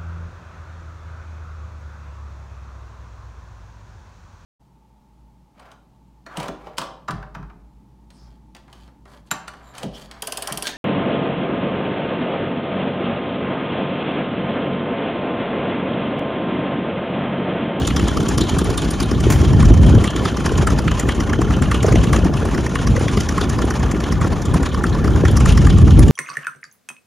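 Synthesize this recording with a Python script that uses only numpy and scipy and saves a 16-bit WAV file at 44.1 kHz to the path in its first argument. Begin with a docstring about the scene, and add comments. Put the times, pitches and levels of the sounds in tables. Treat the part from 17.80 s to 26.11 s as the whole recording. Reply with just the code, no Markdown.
"""Two idling radial engines bark and spit in a loping beat as a propeller plane taxis slowly past.
Seven cylinders fire in turn through short exhaust pipes, over a low burble of merging pressure pulses,
throaty coughs, a light metallic clatter and churned air. A faint whine comes and goes, dull thuds
sound now and then, and unburnt fuel spits at about 1.5 seconds. Gusts of wind on the open airfield
buffet the microphone and push it into overload."""
import sys
import numpy as np
from scipy import signal
from scipy.fft import rfft, irfft
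from scipy.io import wavfile
from scipy.ndimage import uniform_filter1d

SR = 44100
rng = np.random.default_rng(int(sys.argv[2]) if len(sys.argv) > 2 else 0)


def wav_out(sig):
    """Save sig, one row per channel (or a flat mono array), as 16-bit PCM at SR to the path in sys.argv[1]."""
    wavfile.write(sys.argv[1], SR, np.round(np.clip(np.atleast_2d(sig).T, -1, 1) * 32767).astype(np.int16))


N = 366471
T = np.arange(N) / SR
FIRINGS_PER_S, FIRST_FIRING_S = 33.5973, -0.0431

# The seven near cylinders in firing order. Each row: delay in seconds, bark level in dB,
# bark pitch in Hz, rasp level in dB, hiss level in dB, hiss pitch in Hz.
CYLINDERS = [(0, -29, 660, -37, -34, 7100), (.002, -33.5, 1410, -29, -34.5, 6200),
             (.002, -43, 1400, -40, -39, 6700), (.002, -47, 1030, -35.5, -51, 5600),
             (-.002, -26.5, 1020, -36.5, -31.5, 5900), (.001, -37.5, 1300, -37, -42, 6900),
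             (-0.024, -69, 1100, -63, -63, 6600)]
# The idle is not quite steady. Each row: time in seconds, lag behind an even beat in seconds.
CRANK_LAG = [(0, 0.0029), (.4, 0.0004), (1, -0.008), (2, -0.0048), (3, 0.00061), (5, 0.00043), (6.4, .002),
             (7.2, -0.0041), (8.31, -0.0051)]
# The engine's sound as the plane turns. Each row: time in seconds, then the dB added to the burble,
# the bark, the rasp and the hiss.
ENGINE_LEVELS = [(0, 0.5, 7, 11, 0), (.6, 3.5, 2, -4.5, 0.5), (1.1, 0.5, -3.5, 1.5, -0.5),
                 (1.8, 2, -3, -5.5, -2), (2.4, -.5, 5.5, 1.5, 0), (3.1, 1, 2.5, -4, -0.5),
                 (3.6, -1.5, 5.5, -7, -3.5), (4.25, 3, 3, 5.5, -1), (4.6, -1, 1.5, -7, -4),
                 (5.35, -0.5, 4, -5, 3), (6, -1, 6.5, -4, -4), (6.8, 0, -0.5, -5.5, -4.5),
                 (7.3, 1.5, 7, -4, -4), (7.7, -3, 9.5, -8, 2.5), (8.31, 4, -15, -2, -2)]
# Firings that stand out. 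Each row: time in seconds, bark level in dB, bark pitch in Hz, crack level
# in dB, crack pitch in Hz, rasp level in dB, hiss level in dB, hiss pitch in Hz.
HARD_POPS = [(0.077, -30.5, 1280, -35, 2130, -27, -22, 6960),
             (0.168, -24.5, 1250, -25, 1804, -26, -25, 5350),
             (0.285, -27, 1168, -37, 2120, -27, -27.5, 7100),
             (0.375, -24, 1200, -37, 1985, -35, -30.5, 4870), (0.49, -33, 1173, -45, 1980, -36, -24, 7000),
             (0.583, -26, 1130, -37, 2130, -29, -22.5, 5000),
             (0.614, -31, 1170, -42, 2260, -22.5, -25.0, 7100),
             (0.697, -40, 1025, -47, 2170, -27, -28.5, 6900),
             (0.791, -23.5, 1200, -34, 1750, -31, -23, 8450),
             (0.906, -27, 1115, -38, 2230, -38.0, -30.0, 4600),
             (0.981, -28, 1158, -48, 2310, -25.5, -23.5, 8650),
             (1.112, -45.0, 1110, -46.5, 2150, -45.0, -26, 8900),
             (1.207, -22.5, 1103, -35, 2100, -36, -26, 4760),
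             (1.83, -21, 1153, -33, 1870, -42.0, -32.5, 8200),
             (2.245, -22.5, 1170, -25.5, 2006, -31, -26, 7400),
             (2.278, -28, 1300, -36, 1860, -24.0, -33, 8100),
             (2.365, -30, 1190, -32.5, 1985, -30.5, -31, 7200),
             (2.457, -22, 1286, -33, 1850, -28, -29.5, 4800),
             (2.487, -31, 1317, -41, 2040, -29.5, -43, 5200), (2.664, -24, 1182, -24, 1783, -34, -26, 5030),
             (2.782, -27, 1035, -40, 1980, -38, -28.0, 6760),
             (2.875, -16, 1248, -21, 1773, -35.0, -23.5, 7900),
             (2.907, -24, 1270, -39, 1900, -40, -31, 6200),
             (3.082, -19.5, 1230, -23, 1895, -27, -36.0, 7500),
             (3.117, -25, 1213, -27.5, 1746, -29.0, -32, 6600),
             (3.2, -37, 1120, -29, 1875, -34.0, -22, 7300),
             (3.293, -22.5, 1187, -21, 1926, -26.5, -29.5, 8700),
             (3.407, -27.5, 1070, -27, 1950, -32.0, -29.5, 5660),
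             (3.499, -22, 1126, -33, 2030, -36, -36, 5800), (3.535, -22.5, 1440, -23, 1772, -32, -33, 6400),
             (3.619, -24, 1170, -28, 1900, -46.0, -31, 7200),
             (3.709, -25.0, 1162, -34, 1870, -42.0, -43, 5900),
             (3.825, -24, 1170, -26.5, 1863, -34.0, -28.5, 7650),
             (3.918, -20, 1200, -22.5, 1890, -29, -27.5, 8000),
             (3.948, -29, 1240, -36, 2460, -25.5, -31.0, 8150),
             (4.033, -28, 1160, -34, 2130, -47, -26, 7350), (4.067, -32, 1356, -39, 1840, -51, -29.5, 6300),
             (4.127, -28, 1170, -24.5, 2010, -38, -30.5, 6530),
             (4.159, -37, 1140, -28, 2050, -28, -30.5, 6000),
             (4.242, -33.0, 1080, -31.0, 1980, -33, -29.5, 7300),
             (4.334, -19, 1142, -26, 1890, -30, -24.5, 8400),
             (4.365, -25, 1305, -32.0, 1850, -27.5, -27.5, 6700),
             (4.75, -30, 1080, -29, 1850, -51.0, -34, 5300),
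             (4.958, -23.5, 1127, -24.5, 1905, -30.5, -30.5, 8900),
             (5.075, -26, 1110, -28.5, 1750, -37, -27.0, 5530),
             (5.167, -22, 1142, -26, 1840, -43.0, -31.5, 6200),
             (5.285, -28, 1088, -24.5, 1926, -30, -33, 5600),
             (5.376, -23, 1200, -31, 2050, -30.5, -30, 4800),
             (5.409, -39, 1200, -32.0, 1950, -31, -25.5, 5800),
             (5.493, -28, 1033, -26.5, 1870, -37, -25.5, 5860),
             (5.583, -17.5, 1113, -28.5, 2010, -41.0, -32.5, 8140),
             (5.615, -28, 1350, -36, 1974, -27, -29.5, 4530),
             (5.7, -32.0, 1120, -35, 1790, -39, -27.5, 6750),
             (5.791, -22, 1152, -31.5, 1900, -44.0, -34.0, 4800),
             (5.909, -24, 1187, -29, 1760, -45, -29.0, 5700),
             (6.118, -31, 1057, -33, 1950, -46, -29.5, 6940),
             (6.242, -35.0, 1200, -33, 2060, -30, -35, 6100),
             (6.327, -26, 1070, -30, 1895, -51.0, -29.5, 5600),
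             (6.417, -23, 1162, -32, 2006, -40, -33, 7440), (6.448, -22, 1210, -33.0, 1830, -45, -39, 5750),
             (6.658, -31, 1075, -54, 1760, -36, -31.5, 7400),
             (6.745, -22, 1026, -34, 1750, -40.0, -28, 8800),
             (6.833, -23, 1030, -41, 1930, -45, -31.5, 7200),
             (6.948, -24.0, 1087, -45, 1800, -36, -34.0, 4670),
             (7.042, -19, 1294, -26, 1730, -45, -30.5, 8400),
             (7.248, -26, 1150, -27, 1800, -51, -34.5, 4700),
             (7.28, -25.0, 1256, -42, 1760, -40, -36, 4900),
             (7.456, -23, 1253, -20, 1826, -37, -30.5, 5900),
             (7.573, -24.5, 1118, -36, 2000, -47.0, -23.0, 5470),
             (7.607, -24.5, 1138, -32, 2290, -33.0, -29, 7440),
             (7.661, -21, 1155, -22.5, 1765, -44.0, -25.5, 7400),
             (7.694, -30, 1170, -31, 2200, -23.5, -26, 6400),
             (7.726, -39, 1110, -39, 2030, -29.0, -30, 9000),
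             (7.779, -26, 1140, -27.5, 1890, -35.0, -26, 5300),
             (7.872, -19, 1120, -31, 1790, -37, -30.5, 7200),
             (7.904, -35.0, 1155, -45, 2130, -27.5, -35.0, 5000),
             (8.082, -25, 1180, -40, 2040, -45.0, -37.5, 6100),
             (8.196, -30, 1040, -33, 2070, -50, -21.5, 10000)]
# The notes an exhaust pipe rings with. Each row: pitch in Hz, width in Hz, level in dB.
PIPE_NOTES = [(1050, 97, -12), (1760, 130, -17)]
# The rasp as the plane turns. Each row: time in seconds, pitch in Hz.
RASP_PITCH = [(0, 3230), (1, 3390), (2.3, 3160), (3.3, 2800), (4.2, 2810), (5.3, 3230), (6.2, 3050),
              (6.9, 3600), (7.7, 3050)]
# The notes of the valve gear and engine cover. Each row: pitch in Hz, level in dB, seconds to fade 60 dB.
METAL_NOTES = [(830, -2, 0.056), (1023, 0, .055), (1156, 1, 0.06), (1405, 0.5, 0.052), (1752, -2, 0.049),
               (2166, -11, 0.052), (2550, -10, 0.053), (2963, -13.5, 0.058), (3396, -11.5, .05)]
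# The throaty coughs. Each row: time in seconds, level in dB.
COUGH_LEVELS = [(0, -34), (1.2, -41), (2.2, -30), (3.3, -30.5), (4.02, -32), (4.13, -24), (4.6, -28.5),
                (4.9, -31.5), (5.2, -25.5), (5.5, -40), (7, -33), (8.31, -43)]
# The whine. Each row: time in seconds, level of its main tone in dB, level of its octave in dB.
WHINE_LEVELS = [(0, -44, -62), (1.2, -46, -62), (1.7, -47, -61), (2.3, -42, -59), (2.8, -52, -59),
                (3.7, -48.5, -51), (4.5, -56, -57), (6.2, -58, -54), (7, -59, -62), (8.31, -60, -63)]
# Gusts of wind. Each row: time of the peak in seconds, level in dB, seconds to build, seconds to die away.
GUSTS = [(1.55, -14, .18, 0.27), (1.86, -8, 0.15, 0.027), (1.915, -3.5, 0.024, 0.028),
         (2.06, -5.5, 0.078, 0.038), (2.16, -5.5, 0.057, 0.034), (2.8, -13.5, 0.048, 0.057),
         (3.1, -22, 0.17, 0.062), (3.72, -16.5, 0.22, 0.11), (4.18, -11, .014, 0.0085),
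         (4.19, -14, 0.17, 0.029), (4.5, -18.5, 0.28, 0.13), (5.151, -18, 0.046, 0.087),
         (5.8, -23.5, 0.3, 0.14), (6.75, -12, 0.048, 0.015), (7.45, -13.5, 0.031, 0.057),
         (8.03, -8.5, .02, 0.044), (8.2, -2.5, 0.024, 0.021), (8.25, -7, 0.65, 0.23)]
# Dull thuds. Each row: start in seconds, level in dB, pitch in Hz, level of the air flutter in dB.
THUDS = [(0.403, -21, 386, -36), (0.818, -12.5, 350, -40), (1.468, -3, 335, -34), (1.906, 1.5, 250, -28),
         (2.065, -21, 260, -24), (2.139, -6.5, 305, -32), (2.18, -9.5, 432, -32), (2.222, -8, 298, -30),
         (2.72, -9, 396, -40), (2.829, -9.5, 347, -23.5), (3.591, -3, 286, -26), (3.944, -18, 410, -36),
         (4.046, -4.5, 380, -16), (4.083, -8, 403, -36), (4.119, -8, 335, -19), (4.143, -2, 302, -31),
         (4.158, -5, 227, -20), (4.259, -17, 440, -40), (4.361, -11.5, 480, -32), (4.387, -8.5, 315, -31),
         (4.456, -5.5, 272, -26), (4.496, -15, 221, -25), (4.629, -10.5, 423, -39), (4.653, -12, 250, -25),
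         (4.8, -10, 290, -33), (5.212, -13, 340, -26), (5.615, -14.5, 395, -36), (5.842, -8, 284, -25.5),
         (6.448, -17, 424, -32), (6.799, -6.5, 245, -27), (7.437, -3, 336, -21.5), (8.189, 0, 255, -31)]
# Spits of unburnt fuel. Each row: start in seconds, level in dB, fade time in seconds.
SPITS = [(1.502, -13.5, 0.015), (1.522, -22, 0.03)]

# The tone colour of each noise. Each row: frequency in Hz, level in dB.
RASP_COLOUR = [(1500, -30), (2300, -6), (3100, 6), (3700, 2), (4400, 5), (6000, -32)]  # the rasping pipe
JET_COLOUR = [(1500, -4), (3500, -9), (4600, 0.5), (5500, 3), (6600, 0.5), (7700, 4), (8600, -2),
              (10000, 1), (11800, -12), (14500, -14.5), (16000, -26)]  # gas rushing past a valve
BURBLE_COLOUR = [(20, -41.5), (32, -32), (45, -9), (58, 2), (85, -5), (120, -6.5), (170, -6), (260, -6.5),
                 (400, -11.5), (550, -22), (800, -25), (1500, -56.5), (4000, -61)]  # the rumble of both engines
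WASH_COLOUR = [(200, -5.5), (500, 1.5), (800, 3.5), (1100, 2), (1500, -2.5), (1800, -1.5), (2300, -22),
               (3500, -25), (8000, -37)]  # air churned by the propellers
FAR_HISS_COLOUR = [(1200, -11), (2300, 7.5), (3100, 4.5), (3800, 2.5), (4600, -0.5), (6200, 2.5),
                   (7700, 0.5), (8600, -5), (10000, -4), (11800, -23), (14500, -41), (16000, -30)]  # distant exhaust
WIND_COLOUR = [(20, -31), (32, -27), (52, 0.5), (80, -0.5), (130, -3), (190, -8.5), (280, -16.5),
               (420, -27.5), (800, -43.5), (3000, -78)]  # swirls at the microphone
SPIT_COLOUR = [(300, 14), (1100, 6.5), (2200, 4.5), (4000, -10), (7600, 2.5), (10500, -8), (13000, -10),
               (16000, -12)]  # sizzling fuel

# How alike the left and right channels are. Each row: frequency in Hz, likeness from 0 to 1.
STEREO_LIKENESS = [(20, .9), (55, .97), (100, .87), (300, .94), (750, .8), (1200, .94), (1800, .995),
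                   (2500, .994), (2900, .94), (3500, .94), (4200, .97), (4900, .994), (6500, .994),
                   (7200, .86), (8000, .99), (8500, .99), (9000, .84), (10400, .85), (11000, .99),
                   (13000, .98), (14500, .5)]
# How far the left channel runs ahead. Each row: frequency in Hz, lead in radians.
LEFT_LEAD = [(20, 0), (150, .12), (450, 0), (750, -.27), (1200, -.2), (1700, 0), (2500, .03), (3050, .33),
             (3500, .2), (4200, 0), (6700, 0), (7000, .7), (7350, 1.3), (7700, 2.7), (8000, 3.1),
             (8550, 3.14), (9100, 1.6), (9500, 1), (10150, .9), (10900, 0), (13200, 0), (15500, -2.4)]
# The balance of the channels. Each row: frequency in Hz, left minus right in dB.
BALANCE = [(30, .3), (250, 0.69), (550, .5), (1000, -0.13), (2000, 0.043)]


def gain_of(db):
    """Turns decibels into a number to multiply by."""
    return 10 ** (np.asarray(db) / 20)


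def evened(x):
    """Scales a signal to an average (rms) level of 1."""
    return x / np.sqrt(np.mean(x ** 2) + 1e-20)


def evened_pop(x):
    """Gives each strand of a short sound the energy of 10 ms at level 1."""
    return x / np.sqrt((x ** 2).sum(1, keepdims=True) / (SR / 100))


def read(points, hz):
    """Looks up a frequency table, gliding between rows on a scale of octaves."""
    f, value = np.transpose(points)
    return np.interp(np.log(hz + 1), np.log(f), value)


def curve(rows, column=1):
    """One column of a time table, at every sample."""
    rows = np.asarray(rows)
    return np.interp(T, rows[:, 0], rows[:, column])


def add(mix, s, sound):
    """Mixes a sound in at s seconds."""
    at = round(s * SR)
    sound = sound[..., max(-at, 0):]
    part = mix[..., max(at, 0):][..., :sound.shape[-1]]
    part += sound[..., :part.shape[-1]]


def colour(x, points, size=8192):
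    """Gives a sound a tone colour, with a filter that never rings ahead of it; the result has level 1."""
    log_gain = np.log(gain_of(read(points, abs(np.fft.fftfreq(size, 1 / SR)))))
    taps = np.fft.ifft(np.exp(np.conj(signal.hilbert(log_gain)))).real[:size // 2]
    return evened(signal.oaconvolve(x, taps[None], axes=1)[:, :N])


def noise(points):
    """Two unrelated strands of coloured noise."""
    return colour(rng.standard_normal((2, N)), points)


def drift(hz):
    """A random wobble of level 1, with up to about hz swings a second."""
    steps = np.arange(0, N / SR + .002, .001)
    f = np.fft.rfftfreq(len(steps), steps[1])
    slow = rfft(rng.standard_normal(len(steps))) * np.exp(-(f / hz) ** 2)
    return evened(np.interp(T, steps, irfft(slow, len(steps))))


def peak(f, hz, width_hz):
    """How strongly something that rings at hz answers each frequency f."""
    return 1 / (1 + 2j * (f - hz) / width_hz)


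def puff(t, rise_s, fall_s, tail_db, tail_s):
    """Loudness as a valve opens: a swell around t = 0, then a weak tail scattered by wing and ground."""
    swell = np.exp(-.5 * (t / np.where(t < 0, rise_s, fall_s)) ** 2)
    tail = (t > 0) * gain_of(tail_db) * np.exp(-abs(t) / tail_s)
    return np.maximum(swell, tail)


def burst(envelope, response):
    """A short rush of swirling gas, coloured by whatever it rings in."""
    rush = rng.standard_normal((2, len(envelope))) * envelope
    return evened_pop(irfft(rfft(rush) * response, len(envelope)))


def firings(spread_db=3, jitter_s=.00089, bark_limit_db=-27, rasp_limit_db=-29):
    """Lists the pops, laid out like HARD_POPS: cylinders fire in turn, never twice alike, some hard."""
    hard = {round((pop[0] - FIRST_FIRING_S) * FIRINGS_PER_S): pop for pop in HARD_POPS}
    lag = curve(CRANK_LAG)
    barking, rasping, hissing = (curve(ENGINE_LEVELS, column) for column in (2, 3, 4))
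    pops = []
    for k, beat in enumerate(np.arange(FIRST_FIRING_S, N / SR, 1 / FIRINGS_PER_S)):
        late_s, bark_db, bark_hz, rasp_db, hiss_db, hiss_hz = CYLINDERS[k % len(CYLINDERS)]
        late, bark, crack, rasp, hiss, pitch, edge, sharp = np.clip(rng.standard_normal(8), -2, 2)
        at = max(int(beat * SR), 0)
        s = beat + lag[at] + late_s + jitter_s * late
        bark_db = min(bark_db + barking[at] + spread_db * bark, bark_limit_db)
        bark_hz *= np.exp(.0605 * pitch)
        crack_db = bark_db - 9 + 5.5 * crack
        crack_hz = 1850 * np.exp(.124 * edge)
        rasp_db = min(rasp_db + rasping[at] + spread_db * rasp, rasp_limit_db)
        hiss_db += hissing[at] + spread_db * hiss
        hiss_hz *= np.exp(.23 * sharp)
        pops.append(hard.get(k, (s, bark_db, bark_hz, crack_db, crack_hz, rasp_db, hiss_db, hiss_hz)))
    return pops


def blast(t, hz, swell_s, sag):
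    """The gas in the pipe swings a few times, falling in pitch as the pressure drops."""
    angle = 2 * np.pi * np.cumsum(hz * (1 - sag * np.tanh(t / swell_s / 2))) / SR
    swell = np.exp(-.5 * (t / swell_s) ** 2)
    return evened_pop(swell * np.sin(angle + 2 * np.pi * rng.random((2, 1))))


def pipe(f, hz, width_hz=200, body_db=-19):
    """A short exhaust pipe rings with one hollow note at hz, as well as its own unchanging notes."""
    power = abs(peak(f, hz, width_hz)) ** 2 + gain_of(body_db) ** 2
    for note_hz, note_width_hz, db in PIPE_NOTES:
        power = power + abs(gain_of(db) * peak(f, note_hz, note_width_hz)) ** 2
    return np.sqrt(power) / (1 + (f / 2200) ** 14) / (1 + (930 / (f + 1)) ** 12)  # trim highs and lows


def exhaust(pops, bark_rough=.7, crack_rough=.72, snap=.64, echo_db=-11, hiss_peak_db=7):
    """At each firing, gas snaps and hisses past the opening valve, then the pipe cracks, barks and rasps."""
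    t = np.arange(-768, 3328) / SR
    f, out = np.fft.rfftfreq(len(t), 1 / SR), np.zeros((2, N))
    rasp_shape = puff(t + .0005, rise_s=.0029, fall_s=.0046, tail_db=-4.5, tail_s=.023)
    hiss_shape = puff(t + .0024, rise_s=.003, fall_s=.0046, tail_db=-21, tail_s=.071)
    # the jet snaps at its height, and the plane's body throws it back a moment later
    hiss_shape *= 1 + snap * np.exp(-abs(t + .001) / .0007)
    hiss_shape += gain_of(echo_db) * np.exp(-abs(t - .0095) / .002)
    rasp_band, jet_band = gain_of(read(RASP_COLOUR, f)), gain_of(read(JET_COLOUR, f))
    treble = np.clip((f - 7000) / 5000, 0, 1)
    for s, bark_db, bark_hz, crack_db, crack_hz, rasp_db, hiss_db, hiss_hz in pops:
        # no two pops last as long or trail off alike
        length, tail, pitch = np.clip(rng.standard_normal(3), -1.5, 1.5)
        own_t, more_db = t / np.exp(.19 * length), 2.5 * tail
        bark_shape = puff(own_t - .0005, rise_s=.003, fall_s=.004, tail_db=-8 + more_db, tail_s=.014)
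        crack_shape = puff(own_t + .001, rise_s=.0025, fall_s=.003, tail_db=-7 + more_db, tail_s=.012)
        # the pressure front cracks first and the lower bark follows; each is part tone, part noise
        bark_tone = blast(own_t - .0008, bark_hz, swell_s=.0023, sag=.13)
        crack_tone = blast(own_t + .0005, crack_hz, swell_s=.0018, sag=.15)
        bark_noise = burst(bark_shape, pipe(f, bark_hz))
        crack_noise = burst(crack_shape, peak(f, crack_hz, width_hz=800) ** 2)
        bark = np.sqrt(1 - bark_rough ** 2) * bark_tone + bark_rough * bark_noise
        crack = np.sqrt(1 - crack_rough ** 2) * crack_tone + crack_rough * crack_noise
        rasp_hz = np.interp(s, *np.transpose(RASP_PITCH)) * np.exp(.083 * pitch)
        rasp = burst(rasp_shape, rasp_band * peak(f, rasp_hz, width_hz=480))
        bright = gain_of(.18 * (hiss_db + 30) * treble)  # a harder jet is brighter
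        hiss_peak = 1 + gain_of(hiss_peak_db) * peak(f, hiss_hz, width_hz=900)
        hiss = burst(hiss_shape, jet_band * bright * hiss_peak)
        add(out, s + t[0], gain_of(bark_db - .5) * bark + gain_of(crack_db) * crack
            + gain_of(rasp_db) * rasp + gain_of(hiss_db) * hiss)
    return out


def clatter(level_db=-36.5, taps_per_s=330, uneven_db=3, detune=.05, rise_s=.0006):
    """Many light metallic taps, perhaps valve gear and engine cover; each briefly rings one note."""
    out, t = np.zeros((2, N)), np.arange(1536) / SR
    attack = 1 - np.exp(-t / rise_s)
    for when, which, force, pitch, phase, other_phase in rng.random((int(taps_per_s * N / SR), 6)):
        hz, db, fade_s = METAL_NOTES[int(which * len(METAL_NOTES))]
        strength = gain_of(db + uneven_db * min(-np.log(1 - force), 2))
        envelope = attack * strength * np.exp(-np.log(1000) * t / fade_s)
        turns = hz * (1 + detune * (2 * pitch - 1)) * t + np.array([[phase], [other_phase]])
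        add(out, when * N / SR, envelope * np.sin(2 * np.pi * turns))
    return gain_of(level_db) * evened(out)


def chug(pops, depth=.5, wander_db=1.8, full_db=-27):
    """The rumble surges with each loud pop, and lopes a little by chance."""
    t, surge = np.arange(-2048, 4096) / SR, np.ones(N)
    shape = puff(t, rise_s=.007, fall_s=.009, tail_db=-24, tail_s=.017)
    for s, bark_db, *_ in pops:
        add(surge, s + t[0], depth * min(gain_of(bark_db - full_db), 1) ** 2 * shape)
    return surge * gain_of(wander_db * drift(12.4))


def burble(pops, far_per_s=51, far_db=-2, uneven_db=3.5, jitter_s=.003024, churn_db=-4, level_db=-20):
    """Uneven pressure pulses from the cylinders of both engines merge into a low rumble."""
    pulses, t = np.zeros((2, N)), np.arange(2048) / SR
    smear = np.exp(-t / .0054)  # each pulse reaches the ground by many paths round engine cover and wing
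    for rate, engine_db in ((2 * FIRINGS_PER_S, 0), (far_per_s, far_db)):
        late, force = rng.standard_normal((2, 640))
        blasts = rng.standard_normal((len(late), 2, len(t)))
        for k in range(len(late)):
            size = gain_of(engine_db + uneven_db * np.clip(force[k], -2, 1))
            add(pulses, k / rate + jitter_s * late[k], size * blasts[k] * smear)
    rumble = evened(colour(pulses, BURBLE_COLOUR) + gain_of(churn_db) * noise(BURBLE_COLOUR))
    return gain_of(level_db + curve(ENGINE_LEVELS)) * evened(rumble * chug(pops))


def coughs(hz=455, width_hz=170, pitch_spread=.2, uneven_db=4, jitter_s=.00516, fade_s=.0049):
    """Throaty coughs, perhaps from the far engine: one per firing, each with its own strength and pitch."""
    out, t = np.zeros((2, N)), np.arange(2048) / SR
    f, level_db = np.fft.rfftfreq(len(t), 1 / SR), curve(COUGH_LEVELS)
    for beat in np.arange(0, N / SR, 1 / FIRINGS_PER_S):
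        late, force, pitch = np.clip(rng.standard_normal(3), -2, 1.5)
        cough = burst(np.exp(-t / fade_s), peak(f, hz * np.exp(pitch_spread * pitch), width_hz) ** 2)
        add(out, beat + jitter_s * late, gain_of(level_db[int(beat * SR)] + uneven_db * force) * cough)
    return out


def patchy(x, patch_db):
    """Swirling air changes its tone colour from one moment to the next."""
    slices = signal.stft(x, nperseg=512)[2]
    patches = uniform_filter1d(rng.standard_normal(slices.shape[1:]), size=4, axis=0)
    patches = evened(uniform_filter1d(patches, size=4, axis=1))
    return evened(signal.istft(slices * gain_of(patch_db * patches), nperseg=512)[1][:, :N])


def propellers(wash_db=-36, hiss_db=-39, flutter_db=4):
    """Churned air and distant exhaust hiss flutter under the pops, following the bark and hiss levels."""
    wash = gain_of(wash_db + .32 * curve(ENGINE_LEVELS, 2)) * patchy(noise(WASH_COLOUR), patch_db=2)
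    hiss = gain_of(hiss_db + .88 * curve(ENGINE_LEVELS, 4)) * patchy(noise(FAR_HISS_COLOUR), patch_db=1)
    return (wash + hiss) * gain_of(flutter_db * drift(35))


def whine(hz=3096, waver=.0011, wander=.0006, flicker_db=1.8):
    """A thin ring and its octave, perhaps from a dragging brake."""
    angle = 2 * np.pi * np.cumsum(hz * (1 + waver * drift(40) + wander * drift(3))) / SR
    tone = gain_of(curve(WHINE_LEVELS, 1) + flicker_db * drift(9.5)) * np.sin(angle)
    octave = gain_of(curve(WHINE_LEVELS, 2) + flicker_db * drift(14)) * np.sin(2 * angle)
    return np.array([tone + octave, np.zeros(N)])


def gusts(breeze_db=-23, calm_db=-6, freshen_s=1, restless_db=3.5, restless_hz=5):
    """The wind's level in dB: gusts build and die away over a restless breeze that picks up at first."""
    power = gain_of(breeze_db + calm_db * np.exp(-T / freshen_s) + restless_db * drift(restless_hz)) ** 2
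    for s, db, build_s, die_s in GUSTS:
        power = power + gain_of(db) ** 2 * np.exp(-((T - s) / np.where(T < s, build_s, die_s)) ** 2)
    return 10 * np.log10(power)


def wind(depth=.26, deep_hz=110):
    """Air swirls at the microphone, making a boom that follows the gusts and deepens as they grow."""
    gust_db, swirls = gusts(), noise(WIND_COLOUR)
    deep = signal.sosfilt(signal.butter(2, deep_hz, fs=SR, output="sos"), swirls)
    swirls = swirls + depth * gain_of(gust_db - gust_db.max()) * evened(deep)
    local_power = abs(uniform_filter1d(swirls ** 2, size=3000, axis=1))
    steadied = evened(swirls / local_power ** (1 / 3))  # tame chance swells so the gusts lead
    return gain_of(gust_db) * steadied


def thuds(level_db=-2, ring_s=.0024, sag=.16, flutter_hz=600, flutter_s=.0042):
    """Hollow knocks of two or three swings, falling in pitch, each with a brief flutter of air."""
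    out, t = np.zeros((2, N)), np.arange(4096) / SR
    age, f = t / ring_s, np.fft.rfftfreq(len(t), 1 / SR)
    for s, db, hz, air_db in THUDS:
        angle = 2 * np.pi * np.cumsum(hz * (1 + sag * np.exp(-age / 2))) / SR
        knock = age * np.exp(1 - age) * np.sin(angle + 2 * np.pi * rng.random((2, 1)))
        flutter = burst(np.exp(-t / flutter_s), peak(f, flutter_hz, width_hz=420) ** 2)
        add(out, s - .001, gain_of(db + level_db) * knock + gain_of(air_db) * flutter)
    return out


def afterfire():
    """Unburnt fuel cracks at the mouth of the pipe and sizzles out."""
    envelope = sum(gain_of(db) * (T > s) * np.exp(-abs(T - s) / fade_s) for s, db, fade_s in SPITS)
    return envelope * noise(SPIT_COLOUR)


def scene():
    """Mixes the sounds' two strands: the first goes to both channels alike, the second with opposite signs."""
    pops = firings()
    plane = exhaust(pops) + clatter() + burble(pops) + coughs() + propellers() + whine() + afterfire()
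    shared, apart = rfft(plane + thuds() + wind())
    hz = np.fft.rfftfreq(N, 1 / SR)
    likeness = np.clip(read(STEREO_LIKENESS, hz), 0, 1)
    shared, apart = shared * np.sqrt((1 + likeness) / 2), apart * np.sqrt((1 - likeness) / 2)
    lean_left = np.exp(.5j * read(LEFT_LEAD, hz)) * gain_of(read(BALANCE, hz) / 2)
    return irfft(np.array([(shared + apart) * lean_left, (shared - apart) / lean_left]), N)


def record(dry):
    """The microphone overloads, flattening the loudest peaks; then treble above 15750 Hz is cut."""
    clipped = dry / (1 + dry ** 8) ** (1 / 8)
    treble_cut = signal.firwin(511, 15750, window=("kaiser", 9), fs=SR)
    return signal.oaconvolve(clipped, treble_cut[None], "same")


dry = scene()
out = record(dry)
wav_out(out)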